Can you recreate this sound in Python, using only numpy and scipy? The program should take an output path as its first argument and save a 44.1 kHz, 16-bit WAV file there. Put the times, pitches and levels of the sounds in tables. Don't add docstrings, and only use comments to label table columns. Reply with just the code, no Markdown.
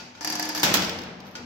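import sys
import numpy as np
from scipy import signal
from scipy.fft import rfft, irfft
from scipy.io import wavfile
from scipy.ndimage import uniform_filter1d

SR = 44100
rng = np.random.default_rng(int(sys.argv[2]) if len(sys.argv) > 2 else 0)


def dump_mix(stems):
    frames = np.atleast_2d(stems).T
    limited = np.clip(frames, -1, 1)
    pcm = np.round(limited * 32767).astype(np.int16)
    wavfile.write(sys.argv[1], SR, pcm)


N = 63945
T = np.arange(N) / SR
HZ = np.fft.rfftfreq(N, 1 / SR)

# (frequency [Hz], correlation [ratio])
CORRELATION = [(100, 2.5), (250, 0.94), (500, 0.77), (1000, 0.1), (4000, 0), (16000, 0)]
# (frequency [Hz], difference [dB])
BALANCE = [(60, 3.5), (250, 3.5), (1000, 1), (2500, 0.5), (6000, 1), (8500, -12), (12000, -10.5),
           (16000, -13)]
# (frequency [Hz], T60 [s])
SHAFT_DECAY = [(100, 1.68), (250, 1.07), (500, 1.26), (1000, 1.054), (2700, 0.93), (5400, 0.65), (8000, .6),
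               (14000, 0.38)]

# (frequency [Hz], relative level [dB])
AIR_SPECTRUM = [(15, -41), (25, -26), (45, -23), (95, 2.5), (160, -2), (235, 1.5), (550, -11.5), (850, -1),
                (1250, -10), (2400, -16), (3500, -23), (5500, -41), (9000, -48), (12900, -34), (16000, -56)]
SWING_SPECTRUM = [(25, -21), (70, -13), (120, -6.5), (200, -3), (400, -7.5), (800, -7), (2000, -13.5),
                  (6000, -25), (16000, -78)]
SCRAPE_SPECTRUM = [(100, -11), (2000, 5.5), (6000, 5.5), (9000, -27), (11000, -7), (13000, 3), (16000, -12)]
KNOCK_SPECTRUM = [(60, -45), (230, 4), (500, -7), (1100, -29), (1450, -5), (2000, -3.5), (2450, 0),
                  (3500, -5.5), (5000, 1), (6500, -4.5), (9000, -25.5), (13000, -21.5), (16000, -29)]
RATTLE_SPECTRUM = [(100, -8), (400, 3), (1500, -19), (3000, 1), (5500, 5), (8500, -26), (12500, -15.5),
                   (16000, -10.5)]
SNAP_SPECTRUM = [(200, -30), (2000, -20), (5000, -8.5), (7500, -10), (9500, -22.5), (11000, -4),
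                 (12100, 3.5), (13500, -19), (16000, -4)]
SLIP_SPECTRUM = [(30, -41), (100, -24), (300, -15), (900, 3.5), (1200, -2), (1750, 2.5), (2600, -5),
                 (4100, -10), (4750, 8), (5300, 0), (6300, 2), (7500, -10.5), (9500, -19.5), (12000, -21),
                 (16000, -30)]
SLIP_REVERB_SPECTRUM = [(30, -51), (60, -26), (160, -10.5), (310, -1), (400, -14.5), (510, -6),
                        (600, -11.5), (860, -2.5), (1200, -11.5), (1740, -8), (2600, -11), (3900, -11.5),
                        (4750, -4), (6280, -9), (9100, -26.5), (12100, -18.5), (16000, -38)]
CRACK_SPECTRUM = [(30, -40), (100, -28), (250, -14.5), (600, -3), (900, 4), (1150, -1), (1500, 4.5),
                  (2300, -3), (3500, 2.5), (6000, 1), (7500, -4.5), (9500, -18), (12000, -6), (16000, -5)]
LATCH_REVERB_SPECTRUM = [(35, -55), (60, -29.5), (256, -5), (408, -11), (924, -4), (1170, -8.5), (1510, -4),
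                         (1700, -7.5), (2250, -5), (4120, -8), (5460, -5.5), (7750, -14), (8710, -26),
                         (12100, -17), (16000, -21.5)]
BOOM_SPECTRUM = [(25, -36), (50, -15.5), (90, -7), (165, 1), (250, 2), (330, 3.5), (420, -7), (600, -3),
                 (1000, -13), (3000, -51), (16000, -93)]

# (frequency [Hz], relative level [dB], T60 [s])
FRAME_RESONANCES = [(244.7, -5.5, 1), (890, -4.5, 0.88), (1448, 8.5, 0.16), (2340, -9, 0.3),
                    (2580, -7.5, 0.53), (3220, -1, 0.14), (3900, -5, 0.24), (4600, -3.5, 0.34),
                    (5500, -9.5, 0.46)]
SPRING_RESONANCES = [(307.95, -0.5, 1.1), (716.3, -2, 0.41), (817, -6.5, 0.46), (888, -0.5, 0.47),
                     (946, -7.5, 0.49), (1730, 2.5, 0.42), (4730, 2, .28), (4860, -1, 0.36),
                     (4800, 9, 0.066), (5350, -2, .2), (5640, 2, 0.23), (6330, 0.5, 0.24)]
GATE_RESONANCES = [(93.4, -12, 3.6), (137.4, -25, 2.8), (171, 0.5, 1.6), (191.7, -0.5, 1.93),
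                   (237, -2, 1.75), (278.4, -2.5, 1.3), (304.2, 3.5, 0.61), (376, -4.5, 0.43),
                   (465, -1.5, 1.62), (698, -24, .7), (843, 7.5, 0.5), (1318, 2.5, 0.9), (3376, 6.5, 0.68),
                   (6030, 8, 0.31)]

# (time [s], level [dB])
SWING_ENVELOPE = [(0, -45), (.13, -54.5), (.18, -51), (.6, -47), (1, -45), (1.07, -41), (1.17, -48),
                  (1.27, -45), (1.33, -48.5), (1.39, -43), (1.45, -47)]
# (time [s], duration [s], level [dB])
HANDLE_SCRAPES = [(0.554, 0.057, -37), (1.25, 0.044, -55), (1.29, 0.058, -58.5)]
# (time [s], level [dB])
FRAME_KNOCKS = [(-.03, -31.5), (0.151, -47.5), (.176, -50), (1.353, -35)]
# (time [s], level [dB])
MESH_TAPS = [(.6485, -23), (.7705, -18.5), (.8045, -44), (.8215, -21), (.8345, -26), (.848, -24),
             (.8945, -23.5), (.915, -42), (.9885, -31.5), (1.0173, -37), (1.0363, -36.5), (1.2034, -41.5),
             (1.2495, -52), (1.267, -63)]
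# (time [s], level [dB], snap relative to that level [dB])
SPRING_SLIPS = [(.209, -30.5, -22), (0.228, -35.5, -12), (.247, -24.5, 3.5), (0.2741, -25, 0),
                (0.3005, -26, 3), (0.3248, -26.5, -1), (.354, -27, 0.5), (0.3959, -24, 3),
                (0.4264, -25.5, -0.5), (0.4524, -28.5, -3), (0.4913, -26, 0.5), (0.5488, -26, -0.5),
                (0.5593, -33.5, 5.5), (.576, -28, -4), (.5979, -26.5, -1), (0.621, -30.5, -3)]
# (time [s], crack level [dB], reverberation level [dB], boom level [dB])
LATCH_BLOWS = [(0.6313, -13.5, -19, -27.5), (.740, -11.5, -22.5, -33)]


def amp(db):
    return 10 ** (np.asarray(db) / 20)


def curve_at(points, hz):
    frequencies, values = np.transpose(points)
    return np.interp(np.log(hz + 1), np.log(frequencies + 1), values)


def add(mix, time_s, sound):
    at = round(time_s * SR)
    sound = sound[:, max(-at, 0):]
    part = mix[:, max(at, 0):][:, :sound.shape[1]]
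    part += sound[:, :part.shape[1]]


def stereo_pair(a, b, hz):
    correlation = np.clip(curve_at(CORRELATION, hz), -1, 1)
    right = correlation * a + np.sqrt(1 - correlation ** 2) * b
    gains = amp(np.array([[.5], [-.5]]) * curve_at(BALANCE, hz))
    return np.array([a, right]) * gains / np.sqrt((gains ** 2).mean(0))


def noise(spectrum):
    a, b = rfft(rng.standard_normal((2, N)))
    coloured = irfft(stereo_pair(a, b, HZ) * amp(curve_at(spectrum, HZ)), N)
    return coloured / coloured.std()


def decay(t60_s):
    return amp(-60 * T / t60_s)


def clack(spectrum, t60_s):
    return noise(spectrum) * decay(t60_s)


def ring(modes, width_hz=1.96, relative_width=0.0033):
    out = np.zeros((2, N))
    offset_hz = np.fft.fftfreq(512, 1 / 256)
    beat_times = np.linspace(0, 2, len(offset_hz))
    for hz, db, t60_s in modes:
        spread_hz = width_hz + relative_width * hz
        phases = 2 * np.pi * rng.random((2, len(offset_hz)))
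        beats = np.fft.fft(np.exp(1j * phases - (offset_hz / spread_hz) ** 2 / 2))
        fade = decay(t60_s)
        envelopes = [fade * np.interp(T, beat_times, beat) for beat in beats]
        a, b = [z * np.sqrt((fade ** 2).sum() / (abs(z) ** 2).sum()) for z in envelopes]
        out += amp(db) * (stereo_pair(a, b, hz) * np.exp(2j * np.pi * hz * T)).real
    return out / np.sqrt(sum(amp(db) ** 2 for _, db, _ in modes) / 2)


def shaft_reverb(spectrum, rise_s=0.0037):
    field = rfft(noise(spectrum))
    centres = np.transpose(SHAFT_DECAY)[0]
    out = np.zeros((2, N))
    for hz, t60_s in SHAFT_DECAY:
        band = curve_at(np.c_[centres, centres == hz], HZ)
        out += irfft(field * band, N) * decay(t60_s)
    return out * (1 - np.exp(-T / rise_s))


def stairwell_air(level_db=-55):
    return amp(level_db) * noise(AIR_SPECTRUM)


def gate_swing(tone_hz=240, tone_db=-38.5, start_s=1.331, rise_s=0.11):
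    swell = np.clip((T - start_s) / rise_s, 0, 1)
    pan = amp(np.array([[.5], [-.5]]) * curve_at(BALANCE, tone_hz))
    pan /= np.sqrt((pan ** 2).mean())
    tone = amp(tone_db) * swell * pan * np.sin(2 * np.pi * tone_hz * T)
    rumble_db = np.interp(T, *np.transpose(SWING_ENVELOPE))
    return tone + amp(rumble_db) * noise(SWING_SPECTRUM)


def handle_scrapes(grain_db=4):
    out = np.zeros((2, N))
    for time_s, duration_s, db in HANDLE_SCRAPES:
        grain = uniform_filter1d(rng.standard_normal(N), size=160)
        arch = np.sqrt(np.maximum(1 - (2 * T / duration_s - 1) ** 2, 0))
        add(out, time_s, noise(SCRAPE_SPECTRUM) * arch * amp(db + grain_db * grain / grain.std()))
    return out


def contacts(events, spectrum, t60_s, reverb_db):
    out = np.zeros((2, N))
    for time_s, db in events:
        impact = clack(spectrum, t60_s) + amp(reverb_db) * shaft_reverb(spectrum)
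        add(out, time_s, amp(db) * impact)
    return out


def frame_knocks(ring_db=-2.5):
    out = contacts(FRAME_KNOCKS, KNOCK_SPECTRUM, t60_s=0.11, reverb_db=-9)
    for time_s, db in FRAME_KNOCKS:
        add(out, time_s, amp(db + ring_db) * ring(FRAME_RESONANCES))
    return out


def mesh_rattle():
    return contacts(MESH_TAPS, RATTLE_SPECTRUM, t60_s=0.033, reverb_db=-19)


def handle_spring(reverb_db=-10, ring_db=-7):
    out = np.zeros((2, N))
    reverb = amp(reverb_db) * shaft_reverb(SLIP_REVERB_SPECTRUM)
    rings = [amp(ring_db) * ring(SPRING_RESONANCES) for _ in range(5)]
    for k, (time_s, db, snap_db) in enumerate(SPRING_SLIPS):
        click = clack(SLIP_SPECTRUM, t60_s=0.065)
        snap = amp(snap_db) * clack(SNAP_SPECTRUM, t60_s=0.014)
        add(out, time_s, amp(db) * (click + snap + rings[k % len(rings)] + reverb))
    return out


def latch(snap_db=-6, snap_delay_s=0.00046, ring_db=-7.5):
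    out = np.zeros((2, N))
    for time_s, crack_db, reverb_db, boom_db in LATCH_BLOWS:
        snap = clack(SNAP_SPECTRUM, t60_s=0.015) + clack(SNAP_SPECTRUM, t60_s=0.0008)
        add(out, time_s, amp(crack_db) * clack(CRACK_SPECTRUM, t60_s=0.096))
        add(out, time_s + snap_delay_s, amp(crack_db + snap_db) * snap)
        tail = shaft_reverb(LATCH_REVERB_SPECTRUM) + amp(ring_db) * ring(GATE_RESONANCES)
        add(out, time_s, amp(reverb_db) * tail)
        add(out, time_s, amp(boom_db) * shaft_reverb(BOOM_SPECTRUM, rise_s=0.016))
    return out


def scene():
    impacts = handle_spring() + latch() + mesh_rattle() + frame_knocks()
    return impacts + handle_scrapes() + gate_swing() + stairwell_air()


def record(dry):
    cutoff_hz = 15900
    lowpass = signal.firwin(255, cutoff_hz, window=("kaiser", 8), fs=SR)
    return signal.oaconvolve(np.clip(dry, -1, 1), lowpass[None], "same")


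dry = scene()
out = record(dry)
dump_mix(out)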